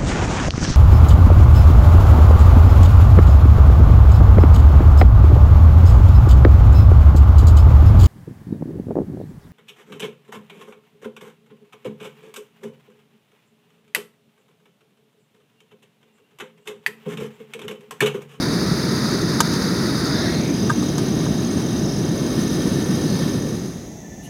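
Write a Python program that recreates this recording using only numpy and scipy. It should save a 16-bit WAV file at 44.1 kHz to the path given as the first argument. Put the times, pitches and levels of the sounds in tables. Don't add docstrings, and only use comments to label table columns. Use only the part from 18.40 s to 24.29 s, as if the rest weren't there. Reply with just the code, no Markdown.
import sys
import numpy as np
from scipy import signal
from scipy.fft import rfft, irfft
from scipy.io import wavfile

SR = 44100
rng = np.random.default_rng(int(sys.argv[2]) if len(sys.argv) > 2 else 0)


def dump(signal):
    limited = np.clip(np.atleast_2d(signal).T, -1, 1)
    pcm = np.round(limited * 32767).astype(np.int16)
    wavfile.write(sys.argv[1], SR, pcm)


N = 259964
T = np.arange(N) / SR

# (start [s], length [s])
POT_ON, POT_SETTLES, FADE = (1.58, 0.57), (3.6, .5), (4.62, 1.125)


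def stove():
    cover, settled = ease(*POT_ON), ease(*POT_SETTLES)
    strength = 1 - ease(*FADE)
    return flame(cover, settled, strength) + gas_jet(cover, settled, strength)


def flame(cover, settled, strength, flutter_db=.5, hollow_hz=624, settled_hz=474.7):
    # (frequency [Hz], relative level [dB])
    roar_spectrum = [(22, -37), (32, -30), (45, -19.5), (62, -13), (95, -7), (130, -2), (165, 1.5),
                     (230, -1.5), (330, -3.5), (400, -8.5), (480, -16), (620, -22), (900, -29.5)]
    roar_db = -20.5 + .7 * cover + .23 * settled + flutter_db * drift(39)
    roar = from_db(roar_db) * noise(roar_spectrum)
    rim_in_flame = 4 * cover * (1 - cover)
    hollow_db = -41.5 + 8.5 * rim_in_flame + 5.5 * settled
    pitch = hollow_hz + (settled_hz - hollow_hz) * settled
    hollow = from_db(hollow_db) * breathy_tone(pitch, width_hz=190)
    return strength ** 1.1 * roar + strength * hollow


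def gas_jet(cover, settled, strength, sputter_db=.82, arriving_m=.42, seated_m=.3405, sway_m=.0052):
    # (frequency [Hz], relative level [dB])
    open_spectrum = [(400, 5), (700, -12), (1000, -1), (1550, 0), (2150, -6), (2600, -15.5), (3250, -17.5),
                     (3700, -3.5), (4250, -5), (4850, 1.5), (5600, -8.5), (6400, -9), (7200, -19.5),
                     (8200, -38.5)]
    covered_spectrum = [(400, -14), (750, -3.5), (1000, -3), (1850, -3), (2050, -13.5), (2400, -7),
                        (3000, -8.5), (3700, -3), (4300, -5.5), (4800, -2.5), (5500, -3.5), (6300, -4),
                        (7150, -21.5), (8200, -20.5)]
    top_spectrum = [(6000, -19), (7600, -10.5), (8500, -7), (9450, 1.5), (10250, -2), (11400, -10.5),
                    (12100, -7), (12600, -7), (13200, -6.5), (14200, -11), (15800, -12.5)]
    # (frequency [Hz], width [Hz], boost [dB])
    gap_notes = [(1155, 110, 5), (1534, 86, 7.5), (1700, 160, 2.5), (2160, 106, 9), (2740, 85, 1.5),
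                 (3270, 64, 2), (3690, 140, 4), (3900, 140, 1.5), (5060, 170, 3), (6000, 100, 2)]
    enclosed = cover ** 2
    nudged = arch(3.07, 3.9)
    jet_db = -28 - 6.5 * cover + settled - 1.4 * nudged
    top_db = -42.5 - 3.5 * np.sqrt(cover) + 3 * settled - .5 * nudged
    open_jet = np.sqrt(1 - enclosed) * noise(open_spectrum)
    covered_jet = np.sqrt(enclosed) * noise(covered_spectrum, gap_notes)
    jet = strength * from_db(jet_db) * (open_jet + covered_jet)
    top = strength ** .96 * from_db(top_db) * noise(top_spectrum)
    hiss = (jet + top) * from_db(sputter_db * drift(39))
    path_m = arriving_m + (seated_m - arriving_m) * enclosed + .004 * nudged
    path_m += sway_m * (1 - settled) * drift(2.3)
    return reflections(hiss, enclosed, path_m)


def reflections(hiss, cover, path_m, pot_strength=.23):
    near_echoes = [(.535, .12), (.755, .13), (1.07, .06)]
    share = pot_strength * cover
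    ground = sum(strength * delayed(hiss, extra_m) for extra_m, strength in near_echoes)
    return (hiss + share * delayed(hiss, path_m) + ground) / np.sqrt(1 + share ** 2)


def edge_tones(rise_hz_per_s=1050):
    # (loudest moment [s], pitch then [Hz], level [dB])
    notes = [(1.719, 4820, -34.5), (1.82, 1746, -34.5), (1.8, 3850, -34), (1.82, 5380, -36.5),
             (1.951, 4120, -36.5), (2.03, 2210, -40), (2.2, 4930, -39), (3.15, 8900, -48),
             (3.5, 5300, -37.5), (4.73, 4440, -41.5)]
    out = np.zeros(N)
    for peak_s, hz, db in notes:
        half_s = .175 / np.sqrt(hz / 4000)
        pitch = hz + rise_hz_per_s * np.clip(T - peak_s, -half_s, half_s)
        swell = arch(peak_s - half_s, peak_s + half_s) ** 2
        out += from_db(db) * swell * breathy_tone(pitch, width_hz=440)
    return out


def cookware(click_decay_s=.039, rise_s=.0012, spread_db=2.5, focus_db_per_octave=11):
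    # (time [s], relative ring level [dB], favoured pitch [Hz], click level [dB], scuff [s])
    knocks = [(1.0039, -11, 1090, -13, 0.0036), (1.135, -30, 1200, -31, .004),
              (2.297, -16.5, 1760, -32, .002), (2.3023, -21, 1400, -35, .002),
              (2.313, -28.5, 1090, -50, .002), (2.423, -34, 1200, -39, 0.02),
              (2.581, -29, 1190, -25.5, .001), (2.864, -25, 1340, -42, .002)]
    # (pitch [Hz], relative level [dB], time to fall by 60 dB [s])
    pot_notes = [(485, -2, 0.044), (680, -6, 0.031), (927, -2.5, 0.047), (1050, -4, 0.028),
                 (1225, 0, 0.031), (1515, -12.5, 0.036), (1578, -4.5, 0.045), (1683, -11, 0.033)]
    # (frequency [Hz], relative level [dB])
    click_spectrum = [(1000, -5), (2600, -6.5), (3500, 2), (4300, -2), (5500, -0.5), (6600, 7), (7400, -5),
                      (8200, -2), (9500, -5.5), (12000, -6.5), (13000, -16), (16000, -28)]
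    out, click = np.zeros(N), noise(click_spectrum)
    t = T[:SR // 5]
    hz, note_db, decay_s = np.transpose(pot_notes)[:, :, None]
    for start, ring_db, ring_hz, click_db, scuff_s in knocks:
        span = slice(round(start * SR), round(start * SR) + len(t))
        octaves_away = np.abs(np.log2(hz / ring_hz))
        level_db = note_db - focus_db_per_octave * octaves_away
        level_db -= spread_db * rng.standard_normal(hz.shape)
        phase = 2 * np.pi * (hz * t + rng.random(hz.shape))
        ring = np.sum(from_db(level_db - 60 * t / decay_s) * np.sin(phase), axis=0)
        out[span] += from_db(ring_db + 8) * ring * (1 - np.exp(-t / rise_s))
        after_scuff = np.maximum(t - scuff_s, 0)
        out[span] += from_db(click_db - 60 * after_scuff / click_decay_s) * click[span]
    return out


def close_crickets(soft_start_db=-11, faded_db=-20):
    near_starts = [.045, 1.365, 1.462, 1.559, 1.66, 1.885, 2.557, 2.663, 3.778, 4.015, 4.423]
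    second_starts = [.01, 1.1, 3.02, 3.88]
    near = cricket(near_starts, per_s=15.52, db=-34.5, hz=6385, glide_hz=550,
                   stroke_s=.015, spacing_s=.0228, uneven_db=1.4)
    second = cricket(second_starts, per_s=15.8, db=-40, hz=6000, glide_hz=350,
                     stroke_s=.014, spacing_s=.027, uneven_db=3.5)
    warm_up = from_db(soft_start_db * (1 - ease(0, .8)))
    return (warm_up * near + second) * from_db(faded_db * ease(*FADE) ** 2)


def cricket(starts, per_s, db, hz, glide_hz, stroke_s, spacing_s, uneven_db):
    out = np.zeros(N)
    for start, next_start in zip(starts, [*starts[1:], N / SR]):
        for chirp in np.arange(start, next_start - 1 / per_s, 1 / per_s):
            for centre in (chirp, chirp + spacing_s):
                first = max(int((centre - stroke_s / 2) * SR), 0)
                span = slice(first, int((centre + stroke_s / 2) * SR))
                t = T[span] - centre
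                level, detune = rng.standard_normal(2)
                cycles = rng.random() + (hz + 35 * detune) * t + glide_hz * t ** 2 / (2 * stroke_s)
                whistle = np.sqrt(2) * np.sin(2 * np.pi * cycles)
                swell = np.cos(np.pi * t / stroke_s) ** 2
                out[span] += from_db(db + uneven_db * level) * swell * whistle
    return out


def tree_cricket(chirps_per_s=13.2, overtone_db=-19, waver_hz=6, attack_s=.06, release_s=.58):
    # (start [s], start of fade [s], pitch [Hz], level [dB])
    phrases = [(3.95, 4.75, 1780, -39.5), (5.6, 5.89, 1765, -47)]
    out = np.zeros(N)
    for start, fade_start, hz, db in phrases:
        phase = phase_of(hz + waver_hz * drift(63))
        swell = ease(start, attack_s) * (1 - ease(fade_start, release_s))
        out += from_db(db) * swell * (np.sin(phase) + from_db(overtone_db) * np.sin(2 * phase))
    throb = np.cos(np.pi * chirps_per_s * (T - 5.657)) ** 2
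    return throb * out


def bush_cricket(strokes_per_s=81, top_hz=8000, fall_hz=1100, db=-59):
    stroke = (strokes_per_s * T) % 1
    return from_db(db) * np.sin(np.pi * stroke) * np.sin(phase_of(top_hz - fall_hz * stroke))


def night(rumble_db=-36, chorus_db=-49, rustle_db=-47):
    # (frequency [Hz], relative level [dB])
    rumble_spectrum = [(20, -39), (45, -9), (90, -6), (150, -2), (220, 0), (330, -7.5), (500, -16.5),
                       (650, -14.5), (850, -20.5), (1150, -33), (1600, -35.5), (1950, -23), (2250, -35),
                       (16000, -42)]
    chorus_spectrum = [(4500, -28), (5200, -16), (5850, -5.5), (6400, -2.5), (6850, -7), (7150, -27),
                       (8000, -40)]
    rustle_spectrum = [(1500, -22), (2500, -8), (2950, 4), (3400, -12), (4000, -6), (5000, -18),
                       (8300, -10), (9300, -10), (10100, -2), (10900, -13), (11900, -7), (13500, -19)]
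    # (frequency [Hz], width [Hz], boost [dB])
    far_crickets = [(2350, 60, 5), (2680, 72, 8), (3510, 59, 12), (3930, 72, 5)]
    squeaks = [(2930, 250, 2), (10000, 300, 3)]
    rumble = from_db(rumble_db) * noise(rumble_spectrum, far_crickets)
    chorus = from_db(chorus_db) * noise(chorus_spectrum)
    rustle = from_db(rustle_db) * arch(5.81, 5.9) ** 2 * noise(rustle_spectrum, squeaks)
    return rumble + chorus + rustle


def noise(spectrum, peaks=()):
    hz = np.maximum(np.fft.rfftfreq(N, 1 / SR), 1)
    point_hz, point_db = np.transpose(spectrum)
    db = np.interp(np.log(hz), np.log(point_hz), point_db)
    octaves_outside = np.abs(np.log2(hz / np.clip(hz, point_hz[0], point_hz[-1])))
    db -= 30 * octaves_outside
    for centre, width, peak_db in peaks:
        db += peak_db / (1 + (2 * (hz - centre) / width) ** 2)
    return rms_one(irfft(rfft(rng.standard_normal(N)) * from_db(db), N))


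def breathy_tone(hz, width_hz):
    phase = phase_of(hz)
    return drift(width_hz) * np.cos(phase) + drift(width_hz) * np.sin(phase)


def drift(rate_hz):
    hz = np.fft.rfftfreq(N, 1 / SR)
    return rms_one(irfft(rfft(rng.standard_normal(N)) / (1 + (hz / rate_hz) ** 2) ** 2, N))


def delayed(x, path_m, speed_m_per_s=343):
    return np.interp(T - path_m / speed_m_per_s, T, x)


def phase_of(hz):
    return 2 * np.pi * np.cumsum(hz) / SR


def arch(start, end):
    return np.sin(np.pi * np.clip((T - start) / (end - start), 0, 1))


def ease(start, length):
    return np.sin(np.pi / 2 * np.clip((T - start) / length, 0, 1)) ** 2


def from_db(db):
    return 10 ** (np.asarray(db) / 20)


def rms_one(x):
    return x / np.sqrt(np.mean(x ** 2) + 1e-20)


def scene():
    cooking = stove() + edge_tones() + cookware()
    outdoors = close_crickets() + night() + tree_cricket() + bush_cricket()
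    return (cooking + outdoors)[None]


def record(dry, ceiling=.95, cutoff_hz=15800):
    rounded = dry / (1 + (dry / ceiling) ** 6) ** (1 / 6)
    low_pass = signal.ellip(10, .1, 90, cutoff_hz, fs=SR, output="sos")
    return signal.sosfilt(low_pass, rounded)


dry = scene()
out = record(dry)
dump(out)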